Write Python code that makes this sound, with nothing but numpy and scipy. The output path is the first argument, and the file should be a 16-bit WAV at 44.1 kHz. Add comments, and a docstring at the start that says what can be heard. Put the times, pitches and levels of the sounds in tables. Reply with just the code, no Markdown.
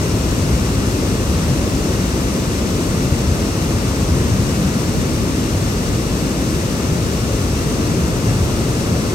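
"""A booming rush of water: a large dam's spillway plunging into its basin, heard from the crest.
Entrained air pulsates in the pool and wells up in surges; brief, soft thuds dot the rumble.
The roller at the foot of the chute tumbles, white water washes out, spray hisses.
Distance blends all splashes into noise. A light, rising breeze buffets the two microphone ports."""
import sys
import numpy as np
from scipy import signal
from scipy.fft import rfft, irfft
from scipy.io import wavfile
from scipy.ndimage import uniform_filter1d

SR = 44100
rng = np.random.default_rng(int(sys.argv[2]) if len(sys.argv) > 2 else 0)


def store_pcm(level_fs):
    """Save levels as 16-bit WAV."""
    pcm = np.round(np.clip(level_fs, -1, 1) * 32767).astype(np.int16)
    wavfile.write(sys.argv[1], SR, np.atleast_2d(pcm).T)


N = 403074

# slow swell of each water source (time [s], level [dB])
POOL_LEVEL_DB = [(0, -24.5), (.6, -22.5), (1, -23), (1.45, -20.5), (2.2, -23), (2.75, -24.5), (3.15, -22),
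                 (3.5, -26), (4.25, -21), (4.8, -27), (5.35, -24.5), (5.8, -23.4), (6.2, -25), (6.8, -25.8),
                 (7.3, -22.5), (7.7, -22.4), (8.05, -23), (8.4, -25.5), (9.14, -26)]
UPWELLING_LEVEL_DB = [(0, -22), (.5, -22), (1.4, -24.5), (2, -26.5), (2.78, -27.3), (2.95, -20.5),
                      (3.2, -21.5), (3.45, -23.5), (4, -23.5), (4.3, -20.5), (4.65, -22), (5.05, -28.5),
                      (5.6, -23), (6.2, -27), (6.7, -23), (7.95, -26), (8.3, -22.5), (9.14, -22.5)]
ROLLER_LEVEL_DB = [(0, -22), (1.15, -21.5), (2.3, -21), (3.2, -22), (3.85, -23.5), (4.2, -20.8),
                   (4.65, -20.5), (4.95, -21.7), (5.2, -20), (5.9, -23.2), (6.35, -21.5), (7.35, -23.5),
                   (8, -20), (8.35, -23.5), (9.14, -20.5)]
WHITE_WATER_LEVEL_DB = [(0, -25), (2, -25), (3.6, -25), (4.25, -24.5), (5.4, -25.5), (6.5, -25.5),
                        (7.7, -25.1), (9.14, -24.5)]
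# source spectra (frequency [Hz], relative density [dB])
POOL_SPECTRUM_DB = [(18, -37), (30, -27), (42, -5.5), (55, 1.5), (80, 0.5), (100, -3), (140, -15)]
UPWELLING_SPECTRUM_DB = [(60, -17), (85, -6.5), (110, -1), (135, -3), (160, -7.5), (250, -18.5), (500, -45)]
ROLLER_SPECTRUM_DB = [(80, -21), (130, -4), (185, 0), (260, -2), (340, -7.5), (520, -25.5)]
WHITE_WATER_SPECTRUM_DB = [(180, -13), (320, 0.5), (400, 0.5), (530, -2), (760, -9.5), (1050, -11.5),
                           (1250, -11.5), (1600, -17.5), (2600, -30.5)]
SPRAY_SPECTRUM_DB = [(800, -6), (1500, 0), (1850, 0.2), (2400, -1.4), (2650, 1.3), (2980, 0.5),
                     (3120, -2.5), (3700, -1.8), (4250, -1.7), (5100, -0.9), (5450, 1.7), (5950, 0.1),
                     (6350, 0.5), (6750, -2), (7250, -2), (8600, -5), (11600, -10), (13000, -12),
                     (15400, -19.5)]
BREEZE_SPECTRUM_DB = [(25, -29), (60, 7), (115, 3), (220, -4), (500, -32)]
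# gusts on the ports (time [s], rise above breeze [dB], half-height width [s])
BREEZE_GUSTS = [(1.6, 7, .4), (3.3, 5, .2), (4.3, 7, 0.23), (5.01, 11, .14), (5.23, 12, 0.18)]
# soft thuds in the rumble (time [s], level [dB], pitch [Hz])
LOW_THUDS = [(0.142, -18.5, 113), (0.29, -23, 56.4), (0.529, -15, 71.3), (0.775, -18, 75),
             (1.29, -22, 77.2), (1.519, -18.5, 128), (1.65, -21, 60), (2.091, -23, 61), (2.914, -22, 194),
             (3.117, -23, 130), (3.297, -16.5, 80), (4.121, -14, 75), (4.162, -21, 136),
             (4.414, -13.5, 108), (4.645, -16, 190), (5.58, -16.5, 90.6), (8.297, -15, 110),
             (8.426, -18, 82)]
# water's balance at the ports (frequency [Hz], left minus right [dB])
PORT_BALANCE_DB = [(60, 1.25), (530, 2.5), (870, 5.5), (1100, 3.5), (1250, 2), (1400, 5), (1620, -1),
                   (2000, -0.5), (2700, 3.4), (3150, 3), (3650, 2), (4250, 3), (5000, 6.7), (5450, 10),
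                   (5900, 6), (6300, 13), (7000, 6), (8400, -0.5), (10000, -0.5), (15000, 0.5)]
# likeness of the ports (frequency [Hz], coherence [0-1])
PORT_COHERENCE = [(60, 0.99), (300, 0.93), (550, 0.76), (820, 0.04), (980, 0.35), (1150, 0.4), (1340, 0.08),
                  (1600, 0.78), (1950, 0.6), (2280, 0.27), (3020, 0.52), (3650, 0.06), (4250, 0.38),
                  (5700, 0.05), (6250, 0.33), (6900, 0.02), (8200, 0.6), (11000, 0.8), (15000, 0.85)]
# phase between the ports (frequency [Hz], left lead [rad])
PORT_LEAD_RAD = [(60, 0.08), (500, 0.15), (690, 0.7), (790, 1.8), (880, -0.5), (1260, -0.1), (1450, -2.4),
                 (2000, -1.5), (3050, 2.4), (3500, 1.4), (3900, -0.3), (4900, 1.4), (5200, 3.3),
                 (6100, 0.7), (6550, 1.2), (7200, 2.7), (7700, 1.1), (8600, 0), (15300, -12.4)]


def from_db(db):
    """Decibels to gain."""
    return 10 ** (np.asarray(db) / 20)


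def unit_rms(x):
    """Scale to rms 1."""
    return x / np.sqrt(np.mean(x ** 2) + 1e-20)


def lookup(rows, at):
    """Linear interpolation in a two-column table."""
    return np.interp(at, *np.transpose(rows))


def time_s():
    """Sample times."""
    return np.arange(N) / SR


def bin_hz():
    """FFT bin frequencies, floored at 1 Hz."""
    return np.maximum(np.fft.rfftfreq(N, 1 / SR), 1)


def bell(at_s, width_s):
    """Gaussian of height 1, `width_s` wide at half height."""
    return .5 ** ((2 * (time_s() - at_s) / width_s) ** 2)


def drift(rate_hz):
    """Smooth random curve, rms 1, rolling off above `rate_hz`."""
    white = rfft(rng.standard_normal(N))
    return unit_rms(irfft(white / (1 + (bin_hz() / rate_hz) ** 2), N))


def steadied(pair, window_samples):
    """Hold the running rms of a stereo pair near 1."""
    power = np.mean(pair ** 2, axis=0)
    smooth_power = uniform_filter1d(uniform_filter1d(power, window_samples), window_samples)
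    return pair / np.sqrt(smooth_power + 1e-20)


def noise_spectra(spectrum_db):
    """Spectra of two independent noises, falling 18 dB/octave beyond the table's ends."""
    hz = bin_hz()
    points_hz, density_db = np.transpose(spectrum_db)
    skirts = np.minimum(1, np.minimum(hz / points_hz[0], points_hz[-1] / hz)) ** 3
    shape = from_db(np.interp(np.log(hz), np.log(points_hz), density_db))
    return rfft(rng.standard_normal((2, N))) * skirts * shape


def water_noise(spectrum_db):
    """Countless bubbles merge; long waves reach both ports alike, short ones shifted, partly unrelated."""
    hz = bin_hz()
    left, unrelated = noise_spectra(spectrum_db)
    coherence = np.clip(lookup(PORT_COHERENCE, hz), 0, .995)
    phase_lag = np.exp(-1j * lookup(PORT_LEAD_RAD, hz))
    right = coherence * left * phase_lag + np.sqrt(1 - coherence ** 2) * unrelated
    balance = from_db(lookup(PORT_BALANCE_DB, hz))
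    ports = np.array([left * balance, right]) / np.sqrt(1 + balance ** 2)
    return unit_rms(irfft(ports, N))


def plunge_pool(throb_db=1.5, throb_hz=14.0):
    """Big clouds of entrained air pulsate deep in the basin: a randomly throbbing rumble."""
    level_db = lookup(POOL_LEVEL_DB, time_s()) + throb_db * drift(throb_hz)
    return from_db(level_db) * steadied(water_noise(POOL_SPECTRUM_DB), window_samples=4500)


def upwelling(lump_db=1.6, lump_hz=11.0):
    """The air clouds break up as they rise and boom about an octave higher, in lumpy surges."""
    level_db = lookup(UPWELLING_LEVEL_DB, time_s()) + lump_db * drift(lump_hz)
    return from_db(level_db) * steadied(water_noise(UPWELLING_SPECTRUM_DB), window_samples=4500)


def roller(collapse_db=0.8, collapse_hz=8.5):
    """The standing wave at the foot of the chute collapses on itself several times a second."""
    level_db = lookup(ROLLER_LEVEL_DB, time_s()) + collapse_db * drift(collapse_hz)
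    return from_db(level_db) * steadied(water_noise(ROLLER_SPECTRUM_DB), window_samples=5000)


def white_water():
    """Smaller bubbles ring all over the foaming basin: a broad, even wash."""
    level_db = lookup(WHITE_WATER_LEVEL_DB, time_s())
    return from_db(level_db) * water_noise(WHITE_WATER_SPECTRUM_DB)


def spray(start_db=-28.5, fall_db_per_s=0.0449, flutter_db=0.33, flutter_hz=20.0):
    """Fine drops and bursting foam hiss, fluttering slightly as sheets of water tear apart."""
    level_db = start_db - fall_db_per_s * time_s() + flutter_db * drift(flutter_hz)
    return from_db(level_db) * water_noise(SPRAY_SPECTRUM_DB)


def breeze(start_db=-43, rise_db_per_s=0.9, lump_db=4.0, lump_hz=13.0):
    """Eddies of a rising, gusty breeze press on each port separately, in lumps."""
    gusts_db = sum(rise_db * bell(at_s, width_s) for at_s, rise_db, width_s in BREEZE_GUSTS)
    lumps_db = lump_db * np.array([drift(lump_hz), drift(lump_hz)])
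    eddies = steadied(irfft(noise_spectra(BREEZE_SPECTRUM_DB), N), window_samples=4000)
    return from_db(start_db + rise_db_per_s * time_s() + gusts_db + lumps_db) * eddies


def low_thuds(width_s=0.058, wobble_depth=.12, wobble_hz=35.4):
    """Brief, soft low thuds in the water's rumble, wavering in pitch."""
    warped_s = np.cumsum(1 + wobble_depth * drift(wobble_hz)) / SR
    thuds = np.zeros(N)
    for at_s, level_db, pitch_hz in LOW_THUDS:
        tone = np.sqrt(2) * np.sin(2 * np.pi * (pitch_hz * warped_s + rng.random()))
        thuds += from_db(level_db) * bell(at_s, width_s) * tone
    bass_balance_db = PORT_BALANCE_DB[0][1]
    return thuds * from_db(bass_balance_db * np.array([[.5], [-.5]]))


def scene():
    """Water and breeze, summed in stereo."""
    return plunge_pool() + upwelling() + low_thuds() + roller() + white_water() + spray() + breeze()


def record(dry):
    """Steep elliptic low-pass."""
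    cutoff_hz = 15800
    return signal.sosfilt(signal.ellip(12, .1, 80, cutoff_hz, fs=SR, output="sos"), dry)


dry = scene()
out = record(dry)
store_pcm(out)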